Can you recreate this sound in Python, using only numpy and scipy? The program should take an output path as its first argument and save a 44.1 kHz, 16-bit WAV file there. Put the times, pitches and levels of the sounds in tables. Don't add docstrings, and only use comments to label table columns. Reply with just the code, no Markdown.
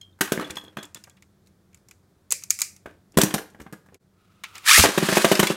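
import sys
import numpy as np
from scipy import signal
from scipy.fft import rfft, irfft
from scipy.io import wavfile
from scipy.ndimage import uniform_filter1d

SR = 44100
rng = np.random.default_rng(int(sys.argv[2]) if len(sys.argv) > 2 else 0)


def gain_from_db(level_db):
    decades = np.asarray(level_db, float) / 20
    return 10 ** decades


def wrap_up_sound(samples):
    columns = np.atleast_2d(samples).T
    tamed = np.clip(columns, -1, 1)
    steps = np.round(tamed * 32767).astype(np.int16)
    wavfile.write(sys.argv[1], SR, steps)


N = 245179

# (frequency [Hz], density [dB per Hz])
AIR_SPECTRUM = [(12, -54), (20, -19), (86, -4), (187, -3.5), (241, -12.5), (347, -7.5), (485, -15.5),
                (660, -17.5), (897, -22.5), (1440, -22), (2820, -34), (3530, -29.5), (14300, -36.5),
                (16000, -38)]
# (frequency [Hz], width [Hz], level [dB])
HUM_BANDS = [(92, 14, -63.5), (190, 11, -65)]
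# (time [s], peak [dB], pitch [Hz], T60 [s])
RING_EVENTS = [(0.012, -52.5, 3170, 0.32), (.126, -68.5, 3550, 0.07), (0.444, -45.5, 3370, 0.15),
               (0.503, -49, 3400, 0.14), (0.569, -38, 3320, 0.1), (.582, -47, 3305, 0.19),
               (.612, -53.5, 3320, 0.18), (0.649, -58, 3290, .2), (.681, -56, 3290, 0.11),
               (.785, -48, 3320, 0.26), (0.845, -47, 3380, 0.054), (0.959, -54, 3430, 0.13),
               (1.104, -61, 3350, 0.067), (1.17, -74, 3300, 0.054)]
# (ratio to pitch, or to the 3320 Hz body when above 1.1 [1], level [dB], share of T60 [1])
RING_MODES = [(1.001, -1, 0.73), (1.021, -2, 0.74), (1.044, -3, 0.4), (1.247, -8.5, 0.3),
              (1.555, -15, 0.38), (1.98, -6.5, 0.19), (3.9, -27, 0.25)]
# (time [s], peak
# [dB], hollow re snap [dB], brightest [Hz])
CLICKS = [(0.013, -36, -15, 6700), (0.5045, -22, -12, 3800), (0.5553, -29.5, -6, 5350),
          (0.8286, -28.5, -14, 3500), (0.852, -32.5, -29, 7250), (0.9454, -21.5, -14.5, 7170),
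          (1.038, -31.5, -11.5, 5130), (1.0962, -38, -15, 7240), (1.1683, -56, 2.5, 3500),
          (1.2225, -40.5, -4, 6700), (1.4605, -55.5, -12, 4110), (1.4704, -47, -13, 4020),
          (1.729, -55, -2, 6200), (1.7446, -36, -15, 6880), (1.773, -52, -12, 5130),
          (1.885, -37.5, -15, 5850), (1.91, -34, -7.5, 7330),
          (2.3056, -15.5, -23, 6840), (2.3132, -13, -18, 6430), (2.3212, -0.5, -20, 7500),
         (2.422, -38.5, -5.5, 6170), (2.436, -21, -21, 6070), (2.4989, -26, -19, 8430),
         (2.5045, -0.5, -22, 6840), (2.588, -16.5, -14.5, 7160), (2.597, -18, -27, 6150),
         (2.6052, -13.5, -23, 8510), (2.6165, -1, -21.5, 7100), (2.763, -36.5, -16, 5900),
         (3.1203, -46.5, -22, 5260), (3.2143, -3, -17.5, 3330), (3.5002, -47, -19, 3530),
         (3.5365, -57.5, -10, 6500), (3.943, -37.5, -8.5, 6900), (4.436, -26.5, 2.5, 3330),
         (4.5535, -29.5, -2.5, 5040), (4.58, -26.5, -6.5, 8300), (5.3519, -15.5, -3.5, 5270),
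         (5.4696, -14, -5, 4500)]
# (frequency [Hz], density [dB per Hz])
SNAP_SPECTRUM = [(240, -62), (400, -41.5), (921, -22), (1110, -16.5), (1730, -18.5), (2250, -8),
                 (3210, -14), (4800, -6.5), (5780, -6), (6850, -1.5), (11900, -11.5), (13700, -9),
                 (16000, -23)]
# (frequency [Hz], density [dB per Hz])
TAIL_SPECTRUM = [(240, -57), (400, -34), (504, -25.5), (839, -34), (1490, -19), (2360, -3), (3260, -19),
                 (4650, -4), (7170, 0.5), (13700, -14.5), (16000, -19.5)]
# (time [s], crack peak [dB], boom re crack [dB], sizzle re crack
# [dB], boom [Hz])
KNOCKS = [(0.187, -47.5, -13, -11, 211), (0.209, -11, -6, -6.5, 294), (0.32, -14.5, 2.5, -7.5, 380),
          (0.375, -26.5, 4, -43, 263), (0.393, -27.5, 4, -22, 380), (0.409, -26, 0, -13.5, 375),
          (0.424, -27, -7, -28, 350), (0.498, -31.5, -20, -19, 299), (0.568, -27.5, -10, -10, 320),
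          (0.637, -43, 2.5, -6, 324), (0.679, -45.5, 0.5, -26, 407), (0.769, -26, -6.5, -18, 185),
          (0.784, -37, 6.5, -31, 310), (0.955, -40.5, -8.5, -28, 162), (1.071, -42, -14, -20, 174),
          (2.858, -31, -0.5, -20, 593), (2.874, -47.5, 8, -32.5, 400), (2.905, -53, 5, -20, 495),
         (3.172, -16.5, 8, -1.5, 202), (3.185, -16.5, 9, -3, 481), (3.234, -20.5, 9, 2.5, 217),
         (3.34, -18.5, 1.5, -3, 217), (3.381, -26.5, -12, -10.5, 380), (3.546, -42.5, -5, -23, 188),
         (3.599, -32, -5, -14.5, 314), (3.613, -50, 11, 0.5, 310), (3.663, -38.5, -3.5, -28, 168),
         (3.725, -35, -1, -6.5, 180), (3.732, -35.5, 0.5, -27, 335), (3.86, -50.5, -16, -12, 151),
         (3.885, -47, -5.5, -26.5, 192), (3.924, -53, 3, -28, 500)]
# (time [s], crack peak [dB], boom re crack [dB], sizzle re crack [dB], boom [Hz])
LANDING = [
    (4.78, -9, -6.5, 2.5, 590),
    (4.793, -7.5, -10.5, -7, 190),
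    (4.839, -8, 2, -27, 930),
    (4.846, -14, 0.5, -27, 706),
    (4.853, -13.5, 3, -18, 600),
    (4.888, -21.5, 2.5, -22, 420),
]
# (time [s], crack peak [dB], boom re crack [dB], boom [Hz])
HOPS = [
    (4.976, -10.5, -3, 380),
    (5.026, -15, 0, 300),
    (5.087, -14.5, 0, 473),
    (5.124, -15.5, 0, 434),
    (5.17, -9, 1, 640),
    (5.245, -8, -0.5, 600),
    (5.315, -7.5, 0, 528),
    (5.393, -6, -6, 355),
    (5.429, -10, -3.5, 417),
    (5.502, -19.5, 4, 408),
]
# (frequency [Hz], density [dB per Hz])
CRACK_SPECTRUM = [(350, -19.5), (600, -3), (1230, -6.5), (1680, -3.5), (2270, -9.5), (3040, -8.5),
                  (5050, -13.5), (8990, -14), (9760, -16), (12800, -15.5), (16000, -25.5)]
# (frequency [Hz], level [dB], T60 [s])
BOWL_MODES = [(168, -7.5, 0.46), (219.9, 2.5, .07), (310, 1.5, 0.21), (389, 6, 0.055), (450.2, -1, 0.17),
              (505, 2, 0.22), (583.6, 4, 0.032), (655, 5, 0.06), (784, -1.5, .06), (850, 4.5, 0.16),
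              (950, -3, 0.055), (1110, -6, .05)]
# (time [s], peak [dB], frequency [Hz], T60 [s])
DISH = [(.208, -18, 380, 0.12), (.319, -17, 371, 0.066), (3.174, -15.5, 385, 0.085),
        (3.186, -19.5, 449.5, .06), (4.78, -16, 634, 0.033), (4.838, -15, 926, 0.043),
        (4.843, -10, 670, 0.057), (4.849, -13, 490, .05), (4.976, -22, 387, 0.11), (5.17, -17, 643, .06),
        (5.172, -22, 1015, .05), (5.244, -16, 678, 0.095), (5.246, -19, 950, .04), (5.316, -16, 696, 0.074),
        (5.43, -19, 424, .07)]
# (time [s], peak [dB], frequency [Hz], T60 [s])
THUMPS = [(.5, -33, 79, 0.11), (0.77, -44, 76, 0.11), (2.322, -22.5, 508, 0.016), (2.443, -53, 502, .015),
          (2.61, -29, 1240, .02), (2.619, -39.5, 455, .016), (4.21, -62, 1903, .02),
          (4.328, -61.5, 2020, .02), (4.38, -61, 1280, 0.044), (4.439, -36, 1352, .05),
          (2.855, -43.5, 71.6, 0.2), (3.168, -12, 70, 0.064), (3.339, -33, 70.5, 0.094),
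          (3.6, -38.5, 70.4, 0.16), (4.79, -2.5, 81, 0.063)]
# (time [s], peak [dB], frequency [Hz])
RATTLES = [
    (0.2108, -2, 1546),
    (0.258, -24, 1450),
    (0.3753, -23, 1630),
    (0.397, -13, 1200),
    (0.412, -25, 4120),
    (0.426, -28, 1250),
           (3.1735, -5, 1040),
    (3.2153, -5, 5920),
    (3.342, -15.5, 1080),
    (3.3802, -20.5, 1430),
]
# (time [s], peak [dB], frequency [Hz])
FLECKS = [(4.9756, -15, 3700), (5.0235, -19, 2540), (5.0855, -15, 3120), (5.1712, -8, 2511),
          (5.245, -14, 2900), (5.3173, -17, 2970), (5.3532, -11, 5150), (5.3966, -9, 2980),
          (5.4283, -12, 4000), (5.47, -12, 3420), (5.4986, -17, 2710)]
# (start [s], length [s], start level [dB], end level [dB], rumble re scrape [dB])
ROLLS = [(0.226, 0.13, -29, -42, -14.5), (0.331, 0.25, -31.5, -44.5, 5), (0.556, 0.21, -50, -60, 5.5),
         (0.777, 0.035, -22, -60, -4), (0.824, 0.076, -31, -83, 4.5), (0.962, 0.058, -34, -78.5, -3.5),
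         (2.872, 0.099, -44.5, -70.5, 7.5), (3.111, 0.06, -71, -45.5, 7.5), (3.19, 0.15, -18, -35.5, 0.5),
         (3.356, 0.12, -27.5, -73, 13), (3.476, 0.17, -67.5, -59.5, 14), (3.597, 0.091, -67.5, -83, 3.5),
         (3.735, 0.083, -57, -79, 13), (3.852, 0.11, -87, -58.5, 14.5)]
# (frequency [Hz], density [dB per Hz])
ROLL_SPECTRUM = [(350, -32.5), (600, -11.5), (984, -2.5), (1260, -2.5), (1470, -4.5), (1610, 0), (2150, -7),
                 (2540, -4.5), (9490, -13.5), (14900, -22.5), (16000, -33.5)]
# (time [s], level [dB])
HANDLING = [
    (4.05, -84),
    (4.2, -64),
    (4.43, -61),
    (4.445, -49),
    (4.47, -49.5),
    (4.54, -49),
    (4.56, -39),
    (4.6, -47),
    (4.66, -36.5),
]
# (frequency [Hz], width [Hz], level [dB])
SHELL_MODES = [(1296, 122, 5), (2330, 1140, 4.5), (3500, 530, -10.5)]
# (time [s], level [dB])
PULL = [
    (4.62, -54),
    (4.642, -61),
    (4.655, -31),
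    (4.672, -18.5),
    (4.684, -11),
    (4.72, -9.5),
    (4.8, -11),
    (4.846, -13.5),
    (4.88, -38),
]
# (frequency [Hz], density [dB per Hz])
RASP_SPECTRUM = [(180, -70.5), (300, -20), (900, -6), (1190, -1), (1320, 0), (1430, -5), (2480, -2),
                 (2740, -5), (3640, -5), (4230, -5.5), (4750, -4.5), (9880, -8), (16000, -20)]
# (time [s], tooth rate [Hz], level re rasp [dB])
WHINE = [
    (4.62, 250, -12),
    (4.66, 400, -8),
    (4.685, 630, -7),
    (4.715, 1190, -3),
    (4.74, 1620, -5),
    (4.765, 2000, -6),
    (4.78, 2200, -16),
    (4.88, 2400, -25),
]
TEETH = [1, .55, .65, .4, .35]
# (time [s], level [dB])
SPIN = [
    (4.84, -7),
    (4.9, -23),
    (4.96, -26),
    (5.05, -23.5),
    (5.15, -18),
    (5.3, -22),
    (5.4, -27),
    (5.521, -27.5),
    (5.56, -43),
]
# (frequency [Hz], T60 [s])
ROOM_T60 = [(150, 0.23), (600, 0.33), (2400, 0.3), (6000, 0.28), (14000, 0.26)]
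# (time [s], gain [dB])
SCENE_FADE = [
    (0, -2.5),
    (3.955, -1.5),
    (3.98, -15),
    (3.991, -30),
    (4.002, -11),
    (4.024, -4.5),
    (5.6, 1),
]

KNOCK_T60_S, HOP_T60_S = 0.046, 0.036
HARD_DB, HARD_RISE_S, SOFT_RISE_S = -27, 0.00086, 0.0037
HOP_SIZZLE_DB, BRIGHTEN_DB_PER_DB = -2.5, 0.86
REBOUND_S, REBOUND_DB, REBOUND_SIZZLE_DB, REBOUND_PITCH_RATIO = 0.005, -3.5, -1.5, 0.66
CLICK_T60_CYCLES = 142
RING_BODY_HZ = 3320
ROLL_SIZZLE_DB = -8
SETTLE_S, SPIN_RUMBLE_DB, SPIN_SIZZLE_DB = 0.026, -15, 0
LAND_RUMBLE_DB, LAND_SIZZLE_DB = 16, -6.5


def seconds(size):
    return np.arange(size) / SR


def evened(x):
    return x / np.sqrt(np.mean(x ** 2) + 1e-20)


def wander(shape, smooth_samples):
    return evened(uniform_filter1d(rng.standard_normal(shape), smooth_samples))


def read(points, hz):
    f, value = np.transpose(points)
    return np.interp(np.log(hz + 1), np.log(f + 1), value)


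def split(hz, edge_hz):
    return -10 * np.log10(1 + (hz / edge_hz) ** 8)


def add(mix, s, sound):
    part = mix[round(s * SR):][:len(sound)]
    part += sound[:len(part)]


def noise(size, gain_db):
    hz = np.fft.rfftfreq(size, 1 / SR)
    return evened(irfft(rfft(rng.standard_normal(size)) * gain_from_db(gain_db(hz)), size))


def resonate(x, hz, width_hz):
    turn = np.exp(2j * np.pi * np.cumsum(hz * np.ones(len(x))) / SR)
    r = np.exp(-np.pi * width_hz / SR)
    return 2 * (turn * signal.lfilter([1 - r], [1, -r], x / turn + 1e-18)).real


def burst(t60_s, rise_s):
    t = seconds(4096)
    return (1 - np.exp(-t / rise_s)) * gain_from_db(-60 * t / np.clip(t60_s, 0.004, 0.3))


def controls(rows):
    s, *columns = np.transpose(rows)
    t = np.arange(s[0], s[-1], 1 / SR)
    return s[0], signal.windows.tukey(len(t), 0.05), *(np.interp(t, s, c) for c in columns)


def air():
    out = gain_from_db(-61.5) * noise(N, lambda hz: read(AIR_SPECTRUM, hz))
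    for hz, width_hz, db in HUM_BANDS:
        out += gain_from_db(db) * evened(resonate(rng.standard_normal(N), hz, width_hz))
    return out


def ring(db, pitch_hz, t60_s):
    t = seconds(16384)
    modes = np.zeros(len(t))
    for ratio, mode_db, share in RING_MODES:
        hz = ratio * (pitch_hz if ratio < 1.1 else RING_BODY_HZ)
        modes += gain_from_db(mode_db - 60 * t / (share * t60_s)) * np.sin(2 * np.pi * (hz * t + rng.random()))
    flutter = 2.4 + abs(wander(len(t), 150))
    return gain_from_db(db) * modes * flutter * (1 - np.exp(-t / 0.00037))


def click(db, hollow_db, peak_hz, t60_s):
    t = seconds(16384)
    tick = np.sin(2 * np.pi * peak_hz * t) * np.exp(-((t - 0.0008) / 0.00076) ** 2)
    bright = noise(4096, lambda hz: read(SNAP_SPECTRUM, hz) + split(4100, hz + 1))
    hollow = noise(4096, lambda hz: read(SNAP_SPECTRUM, hz) + split(hz, 3000))
    tail = noise(len(t), lambda hz: read(TAIL_SPECTRUM, hz))
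    tail *= gain_from_db(-60 * t / 0.28) * (1 - np.exp(-t / 0.0026))
    cavity = evened(resonate(resonate(rng.standard_normal(len(t)), 2300, 500), 2300, 500))
    cavity *= gain_from_db(-60 * t / 0.4) * (1 - np.exp(-t / 0.0017))
    out = 1.2 * tick + gain_from_db(-21.5) * tail + gain_from_db(-44.5) * cavity
    add(out, 0, 1.06 * bright * burst(t60_s, 0.00054))
    add(out, 0, gain_from_db(hollow_db + 5.0) * hollow * burst(2.04 * t60_s, 0.00077))
    return gain_from_db(db - 6.5) * out


def bowl(force, hit_hz):
    t = seconds(8192)
    modes = np.zeros(len(t))
    for hz, db, t60_s in BOWL_MODES:
        nearness = 1 / (1 + (np.log(hz / hit_hz) / 0.36) ** 2)
        modes += gain_from_db(db - 60 * t / t60_s) * np.sin(2 * np.pi * hz * t) * nearness
    rung = signal.oaconvolve(force, modes / np.linalg.norm(modes))[:len(force)]
    return signal.sosfilt(signal.butter(4, 135, "high", fs=SR, output="sos"), rung)


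def knock(db, boom_db, sizzle_db, boom_hz, t60_s, rise_s):
    dull_hz = 3600 * gain_from_db(0.15 * (db + 14))
    crack = noise(4096, lambda hz: read(CRACK_SPECTRUM, hz) + split(hz, dull_hz))
    sizzle = noise(4096, lambda hz: read(CRACK_SPECTRUM, hz) + split(4800, hz + 1))
    blow = seconds(4096) * boom_hz * 9.7
    push = 4.0 * blow * np.exp(-blow) + rng.standard_normal(4096) * burst(0.77 * t60_s, rise_s)
    boom = bowl(push, boom_hz) * burst(1.6 * t60_s, 0.0001)
    stutter = gain_from_db(3.3 * wander(4096, 50))
    sharp = (crack + gain_from_db(sizzle_db + 4.0) * sizzle) * burst(t60_s, rise_s) * stutter
    return gain_from_db(db + 1.0) * (sharp + gain_from_db(boom_db + 4.0) * boom / abs(boom).max())


def thump(db, hz, t60_s):
    return gain_from_db(db) * np.sin(2 * np.pi * hz * seconds(4096)) * burst(t60_s, min(0.006, 1.4 / hz))


def rattle(db, hz):
    ping = np.sin(2 * np.pi * hz * seconds(4096)) * burst(0.024, 0.0003)
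    puff = noise(4096, lambda f: read(CRACK_SPECTRUM, f) + split(1200, f + 1)) * burst(0.01, 0.00027)
    return gain_from_db(db - 5.5) * (ping + 0.37 * puff)


def roll(rows, steady):
    s, ends, db, rumble_db, sizzle_db = controls(rows)
    size = len(db)
    strength = gain_from_db(3.0 * np.minimum(rng.exponential(1, size), 4))
    impacts = strength * (rng.random(size) < 220 / SR)
    bumps = steady + evened(signal.lfilter([1], [1, -np.exp(-1 / (0.004 * SR))], impacts))
    low = noise(size, lambda hz: read(ROLL_SPECTRUM, hz) + split(700, hz + 1) + split(hz, 3300))
    high = noise(size, lambda hz: read(ROLL_SPECTRUM, hz) + split(3700, hz + 1))
    rumble = evened(bowl(bumps * rng.standard_normal(size), 340))
    scrape = evened(bumps) * (low + gain_from_db(sizzle_db) * high)
    return s, ends * gain_from_db(db - 8.5) * (scrape + gain_from_db(rumble_db) * rumble)


def slide(s, length_s, start_db, end_db, rumble_db):
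    rows = [(s, start_db, rumble_db, ROLL_SIZZLE_DB), (s + length_s, end_db, rumble_db, ROLL_SIZZLE_DB)]
    return roll(rows, steady=0.3)


def handling():
    s, ends, db = controls(HANDLING)
    rub = rng.standard_normal(len(db)) * gain_from_db(2.0 * wander(len(db), 500))
    shell = np.zeros(len(db))
    for hz, width_hz, mode_db in SHELL_MODES:
        firm_db = 0.3 * (db + 49.5) * np.log(hz / 1300)
        shell += gain_from_db(mode_db + firm_db) * evened(resonate(rub, hz, width_hz))
    return s, ends * gain_from_db(db) * shell / 3.2


def launcher():
    s, ends, db = controls(PULL)
    when_s, rate_hz, whine_db = np.transpose(WHINE)
    size = len(db)
    t = s + seconds(size)
    wobble = 1 + 0.04 * wander(size, 200)
    turns = np.cumsum(np.interp(t, when_s, rate_hz) * wobble) / SR
    slip = abs(wander((len(TEETH), size), 400)) ** np.sqrt(np.arange(len(TEETH)))[:, None]
    teeth = np.zeros(size)
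    for k, share in enumerate(TEETH, 1):
        teeth += np.cos(2 * np.pi * k * turns + k * k) * share * slip[k - 1]
    teeth *= 1.5 + wander(size, 130)
    hz = np.fft.rfftfreq(size, 1 / SR)
    case_db = read(RASP_SPECTRUM, hz) + 2 * split(1080, hz + 1) + split(hz, 4200)
    case_db += 5 / (1 + ((hz - 1900) / 150) ** 2) + 7 / (1 + ((hz - 3650) / 250) ** 2)
    whine = evened(irfft(rfft(teeth) * gain_from_db(case_db), size))
    grit = gain_from_db(1.75 * wander(size, 90))
    rasp = evened(grit * noise(size, lambda f: read(RASP_SPECTRUM, f) + split(1340, f + 1)))
    whine_gain = gain_from_db(np.interp(t, when_s, whine_db) + 2.6)
    return s, ends * gain_from_db(db - 0.67) * (rasp + whine_gain * whine)


def spin():
    s, db = np.transpose(SPIN)
    landing = np.exp(-(s - s[0]) / SETTLE_S)
    rumble_db = SPIN_RUMBLE_DB + LAND_RUMBLE_DB * landing
    sizzle_db = SPIN_SIZZLE_DB + LAND_SIZZLE_DB * landing ** 2
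    return roll(np.transpose([s, db, rumble_db, sizzle_db]), steady=1.6)


def hop(s, db, boom_db, hz):
    bright_db = BRIGHTEN_DB_PER_DB * db
    first = knock(db, boom_db, HOP_SIZZLE_DB + bright_db, hz, HOP_T60_S, SOFT_RISE_S)
    second = knock(db + REBOUND_DB, boom_db, REBOUND_SIZZLE_DB + bright_db, hz * REBOUND_PITCH_RATIO,
                   HOP_T60_S, SOFT_RISE_S)
    return (s, first), (s + REBOUND_S, second)


def room(x):
    out = np.zeros(N)
    turn = 2 * np.pi * 4.3 * seconds(N)
    for k in range(3):
        taps = np.zeros(SR // 2)
        at = np.arange(200, len(taps) - 20, 20)
        taps[at + rng.integers(0, 20, len(at))] = rng.choice([-1., 1.], len(at))
        hz, t, z = signal.stft(taps, SR, nperseg=256)
        decay = gain_from_db(-60 * t / read(ROOM_T60, hz)[:, None])
        tail = signal.istft(z * decay, SR, nperseg=256)[1]
        share = np.sqrt(2 / 3) * np.cos(turn + k * 2 * np.pi / 3)
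        out += signal.fftconvolve(x * share, tail / np.linalg.norm(tail))[:N]
    return out


def scene():
    floor, hops, hand, parts = np.zeros((4, N))
    for s, *row in RING_EVENTS:
        add(parts, s, ring(*row))
    for s, db, hollow_db, hz in CLICKS:
        add(parts, s + 0.00069, click(db, hollow_db, hz, CLICK_T60_CYCLES / hz))
    for s, db, *row in KNOCKS:
        rise_s = HARD_RISE_S if db > HARD_DB else SOFT_RISE_S
        add(floor, s, knock(db, *row, KNOCK_T60_S, rise_s))
    for s, *row in THUMPS + DISH:
        add(floor, s, thump(*row))
    for s, *row in RATTLES + FLECKS:
        add(floor, s, rattle(*row))
    for row in ROLLS:
        add(floor, *slide(*row))
    add(hand, *handling())
    add(hand, *launcher())
    for s, *row in LANDING:
        add(hops, s, knock(*row, HOP_T60_S, SOFT_RISE_S))
    add(floor, *spin())
    for row in HOPS:
        for s, touch in hop(*row):
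            add(hops, s, touch)
    wet = room(gain_from_db(-8.5) * floor + gain_from_db(-9) * hops + gain_from_db(-17.0) * hand)
    return (floor + hops + hand + parts + wet + air())[None]


def roll_off(x):
    return signal.sosfilt(signal.butter(12, 16840, fs=SR, output="sos"), x)


def record(dry):
    s, db = np.transpose(SCENE_FADE)
    faded = dry * gain_from_db(np.interp(seconds(N), s, db))
    limited = np.clip(faded, -0.93, 0.93)
    low_pass = signal.firwin(511, 15950, window=("kaiser", 9), fs=SR)
    mix = signal.oaconvolve(limited, low_pass[None], "same")
    return roll_off(mix)


dry = scene()
out = record(dry)
wrap_up_sound(out)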